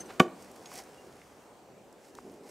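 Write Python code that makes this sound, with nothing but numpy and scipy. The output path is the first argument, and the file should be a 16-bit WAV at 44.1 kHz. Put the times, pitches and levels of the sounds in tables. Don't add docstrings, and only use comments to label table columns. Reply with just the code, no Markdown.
import sys
import numpy as np
from scipy import signal
from scipy.fft import rfft, irfft
from scipy.io import wavfile
from scipy.ndimage import uniform_filter1d

SR = 44100
rng = np.random.default_rng(int(sys.argv[2]) if len(sys.argv) > 2 else 0)


def put_to_file(sound):
    columns = np.atleast_2d(sound).T
    safe = np.clip(columns, -1, 1)
    whole_steps = np.round(safe * 32767)
    wavfile.write(sys.argv[1], SR, whole_steps.astype(np.int16))


N = 110250
T = np.arange(N) / SR
HIT_S = .1982

# frequency in Hz, relative level in dB.
AIR_TONE = [(25, -48), (50, -11.5), (100, -10.5), (190, -5), (400, -1.5), (570, -4.5), (900, -8.5),
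            (1250, -14), (1800, -19), (3500, -25.5), (5500, -28), (8000, -26.5), (10000, -32.5),
            (15500, -37)]
# time in seconds, level in dB.
AIR_FADER = [(0, -50), (.45, -51.5), (.9, -53.5), (1.4, -54.5), (1.8, -56), (2.15, -56), (2.5, -57)]
# frequency in Hz, side against mid in dB.
AIR_WIDTH = [(25, 3), (70, -13.5), (200, -14.5), (1000, -13.5), (2500, -4), (6000, -9), (15000, -3)]
NEAR_WIDTH = [(100, -20.5), (1200, -28), (2500, -19), (6000, -19), (14000, -13.5)]
# peak time in seconds, level in dB, rise and fall widths in seconds.
SWISH_MOVES = [(.005, -51.5, .02, 0.019), (.12, -58, 0.072, 0.055), (.425, -58.5, 0.053, .05),
               (.56, -61, 0.069, 0.24), (.785, -46, 0.058, 0.023), (.9, -63.5, 0.21, 0.42),
               (2.075, -60.5, 0.053, 0.027), (2.18, -61, 0.024, 0.033), (2.3, -64.5, 0.087, 0.089),
               (2.495, -57, 0.042, .03)]
SCUFF_MOVES = [(.61, -53, 0.039, 0.031), (.9, -60.5, 0.11, 0.1), (2.27, -49.5, .03, 0.068),
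               (2.42, -54, 0.093, 0.21)]
WHOOSH_MOVES = [(.105, -44, 0.01, 0.0086), (.14, -56.5, .015, .015)]
# frequency in Hz, relative level in dB.
SWISH_TONE = [(150, -26), (500, 6), (640, 6), (780, 15), (950, -6), (2000, 1.5), (3600, -7.5), (5300, 0),
              (8000, -3.5), (12000, -10), (15500, -16)]
SCUFF_TONE = [(60, -26.5), (170, -0.5), (380, 5.5), (600, -2), (1000, -13), (3000, -39.5), (10000, -55)]
WHOOSH_TONE = [(100, -32.5), (330, 3.5), (700, -1.5), (1200, 0), (2000, -7.5), (3500, -13), (6000, -25),
               (15000, -40)]
# start in seconds, level in dB, centre in Hz, 60 dB decay time in seconds.
TWIG_SNAPS = [(.423, -49, 7000, .035), (.515, -52, 8450, 0.018), (.559, -54, 8000, 0.011),
              (.575, -57, 8200, 0.0092), (.6575, -43, 3800, 0.025), (.717, -46, 5070, 0.0097),
              (.7395, -43, 9000, 0.0074), (.7555, -37, 6460, 0.01), (.779, -42.5, 5940, 0.019),
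              (.787, -42, 5200, 0.03), (.837, -50, 6450, 0.014), (1.927, -57, 6940, 0.017),
              (2.152, -48, 6130, 0.012), (2.319, -57, 9000, .01)]
DULL_TAPS = [(.717, -42, 850, 0.014), (.791, -41, 900, 0.032), (1.216, -50, 2135, 0.025),
             (2.152, -52.5, 1050, 0.015), (2.1868, -39, 1120, 0.011), (2.252, -53, 445, 0.053)]
# frequency in Hz, relative level in dB, decay time in seconds.
STEEL_MODES = [(2940, -14.5, 0.057), (4290, -18, .06), (6220, 1.5, 0.066), (8500, -3, .05),
               (10950, -16, 0.045), (13800, -29, .03)]
# start in seconds, level in dB,
# attack in seconds, pitch ratio, dB lost per octave away from the main partial.
BLADE_TOUCHES = [(0.0, -39.5, 0.0073, 1, 4), (.055, -54.5, 0.0068, 0.97, -2),
                 (.658, -50.5, .005, 1.052, 20), (2.484, -58, .012, 1.3, 0)]
# start in seconds, pitch in Hz, level in dB, attack, decay in seconds.
LONE_RINGS = [(0.97, 2820, -59.5, 0.016, 0.15)]
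# frequency in Hz, gain in dB.
SCATTER_TONE = [(80, -34), (180, -22.5), (260, -20), (370, -15), (520, -13.5), (750, -18.5), (1200, -21),
                (1800, -22.5), (2500, -21), (5000, -13.5), (9000, -10), (15000, -4)]
# frequency in Hz, 60 dB decay time in seconds.
SCATTER_DECAY = [(100, 0.16), (350, 0.31), (1200, 0.24), (2500, 0.16), (6000, .16), (15000, 0.095)]
# delay in seconds, gain in dB, low and high edges in Hz.
TRUNK_SLAPS = [(0.03, -31, 254, 2600), (0.059, -23.5, 300, 513), (.08, -35, 450, 2240)]
# frequency in Hz, relative level in dB.
CRACK_TONE = [(40, -23.5), (120, -8), (400, 8.5), (1200, -1), (3000, -4), (3600, -5), (4000, -15),
              (4700, -9), (7000, -11.5), (10000, -23), (12000, -21.5), (16000, -38)]
# frequency in Hz, level in dB, attack and decay in seconds.
TRUNK_MODES = [(184.5, -11.5, 0.0062, 0.025), (249, -20, 0.00553, 0.026), (363.3, -18.5, 0.01, 0.077),
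               (443, -19.5, 0.0061, 0.056), (506.5, -25, 0.00424, .05), (635, -26, 0.0081, 0.031),
               (754, -14, .0035, 0.034), (798, -18, 0.0027, 0.02), (966, -23, 0.0037, .025),
               (1152, -10.8, .0062, .038), (1484, -18.5, 0.0053, .03), (1690, -32, 0.0063, 0.022),
               (1826, -25, 0.0051, 0.028), (2281, -21, 0.0029, 0.03), (2463, -16.5, 0.0036, 0.018),
               (2700, -32, 0.0053, .02), (2967, -20, 0.0054, 0.0078), (3126, -25, .005, 0.014),
               (3440, -27.5, 0.0032, .022), (3615, -26, 0.0024, .026)]


def amp(db):
    return 10 ** (np.asarray(db) / 20)


def unit(x):
    return x / np.sqrt(np.mean(x ** 2) + 1e-20)


def noise():
    return rng.standard_normal(N)


def curve_at(points, hz):
    f, value = np.transpose(points)
    return np.interp(np.log(hz + 1), np.log(f + 1), value)


def eq(x, points):
    log_gain = np.log(amp(curve_at(points, abs(np.fft.fftfreq(4096, 1 / SR)))))
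    response = np.exp(np.conj(signal.hilbert(log_gain)))
    return signal.fftconvolve(x, np.fft.ifft(response).real[:2048])[:N]


def lowpass(x, hz, order=2):
    return signal.lfilter(*signal.butter(order, hz, fs=SR), x)


def highpass(x, hz, order=2):
    return signal.lfilter(*signal.butter(order, hz, "high", fs=SR), x)


def delay(x, s):
    return np.interp(T - s, T, x, left=0)


def envelope(start, rise, t60, hold=0):
    t = T - start
    attack = np.sin(np.pi / 2 * np.clip(t / rise, 0, 1)) ** 2
    return attack * np.exp(-np.log(1000) * np.maximum(t - rise - hold, 0) / t60)


def ring(start, hz, db, rise, t60):
    return amp(db) * envelope(start, rise, t60) * np.sin(2 * np.pi * hz * (T - start))


def swells(rows):
    bells = (amp(db) * np.exp(-.5 * ((T - s) / np.where(T < s, rise, fall)) ** 2)
             for s, db, rise, fall in rows)
    return np.sqrt(sum(bell ** 2 for bell in bells))


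def stereo(mid, side):
    return np.array([mid + side, mid - side])


def air(patch_db=1.5):
    spectrum = signal.stft(noise(), SR, nperseg=1024)[2]
    patches = uniform_filter1d(rng.standard_normal(spectrum.shape), size=14, axis=0)
    patches = unit(uniform_filter1d(patches, size=12, axis=1))
    wash = signal.istft(spectrum * amp(patch_db * patches), SR, nperseg=1024)[1][:N]
    return unit(eq(wash, AIR_TONE)) * amp(np.interp(T, *np.transpose(AIR_FADER)))


def forest(blow):
    hz, t, spectrum = signal.stft(noise(), SR, nperseg=256)
    decay = np.exp(-np.log(1000) * t / curve_at(SCATTER_DECAY, hz)[:, None])
    scatter = signal.istft(spectrum * decay, SR, nperseg=256)[1][:N] * np.clip(T / .0073, 0, 1)
    scatter = eq(scatter / np.linalg.norm(scatter), SCATTER_TONE)
    far = noise() * envelope(0, rise=.034, t60=.74)
    far = amp(-26) * lowpass(far / np.linalg.norm(far), hz=2004)
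    slaps = sum(amp(db) * delay(highpass(lowpass(blow, high), low, order=4), s)
                for s, db, low, high in TRUNK_SLAPS)
    return signal.fftconvolve(blow, scatter + far)[:N] + slaps


def rustle(grains_per_s=2500, spread_db=3.5):
    grains = noise() * (rng.random(N) < grains_per_s / SR)
    grains *= amp(spread_db * np.minimum(rng.exponential(1, N), 4))
    texture = unit(grains) + .93 * noise()
    swish = unit(eq(texture, SWISH_TONE)) * swells(SWISH_MOVES)
    scuff = unit(eq(noise(), SCUFF_TONE)) * swells(SCUFF_MOVES)
    return swish + scuff


def ticks(rows, width_oct):
    f, bursts = np.fft.rfftfreq(N, 1 / SR) + 1, np.zeros(N)
    for s, db, hz, t60 in rows:
        band = 1 / (1 + (np.log2(f / hz) / width_oct) ** 2) ** 2
        bursts += amp(db) * envelope(s, .00017, t60) * unit(irfft(rfft(noise()) * band, N))
    return bursts


def clinks(main_hz=6191):
    touches = sum(ring(s, hz * pitch, db + mode_db - loss_db * abs(np.log2(hz / main_hz)), rise, t60)
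                  for s, db, rise, pitch, loss_db in BLADE_TOUCHES for hz, mode_db, t60 in STEEL_MODES)
    return touches + sum(ring(*row) for row in LONE_RINGS)


def whoosh():
    return unit(eq(noise(), WHOOSH_TONE)) * swells(WHOOSH_MOVES)


def thud(flutter_depth=.14, flutter_hz=400):
    body = np.zeros(N)
    for k, mode in enumerate(TRUNK_MODES):
        flutter = 1 + flutter_depth * unit(lowpass(noise(), flutter_hz))
        body += (-1) ** k * ring(HIT_S, *mode) * flutter
    splitting = envelope(HIT_S - .0028, rise=.0042, t60=.029, hold=.0011)
    crack = amp(-18.5) * unit(eq(noise(), CRACK_TONE)) * splitting
    blow = highpass(body + crack, hz=137)
    bounce = amp(-10.5) * delay(lowpass(blow, hz=678, order=4), s=.01113)
    return blow + bounce


def scene(smear_t60_s=.0027):
    blow = thud()
    near = whoosh() + blow + forest(blow) + clinks()
    near += ticks(TWIG_SNAPS, width_oct=1.1) + ticks(DULL_TAPS, width_oct=.65) + rustle()
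    smear = noise() * np.exp(-np.log(1000) * T / smear_t60_s)
    side = eq(signal.fftconvolve(near, smear / np.linalg.norm(smear))[:N], NEAR_WIDTH)
    return stereo(near, side) + stereo(air(), eq(air(), AIR_WIDTH))


def record(dry, top_hz=15700):
    high_cut = signal.firwin(511, top_hz, window=("kaiser", 9), fs=SR)
    return signal.oaconvolve(dry, high_cut[None], "same")


dry = scene()
out = record(dry)
put_to_file(out)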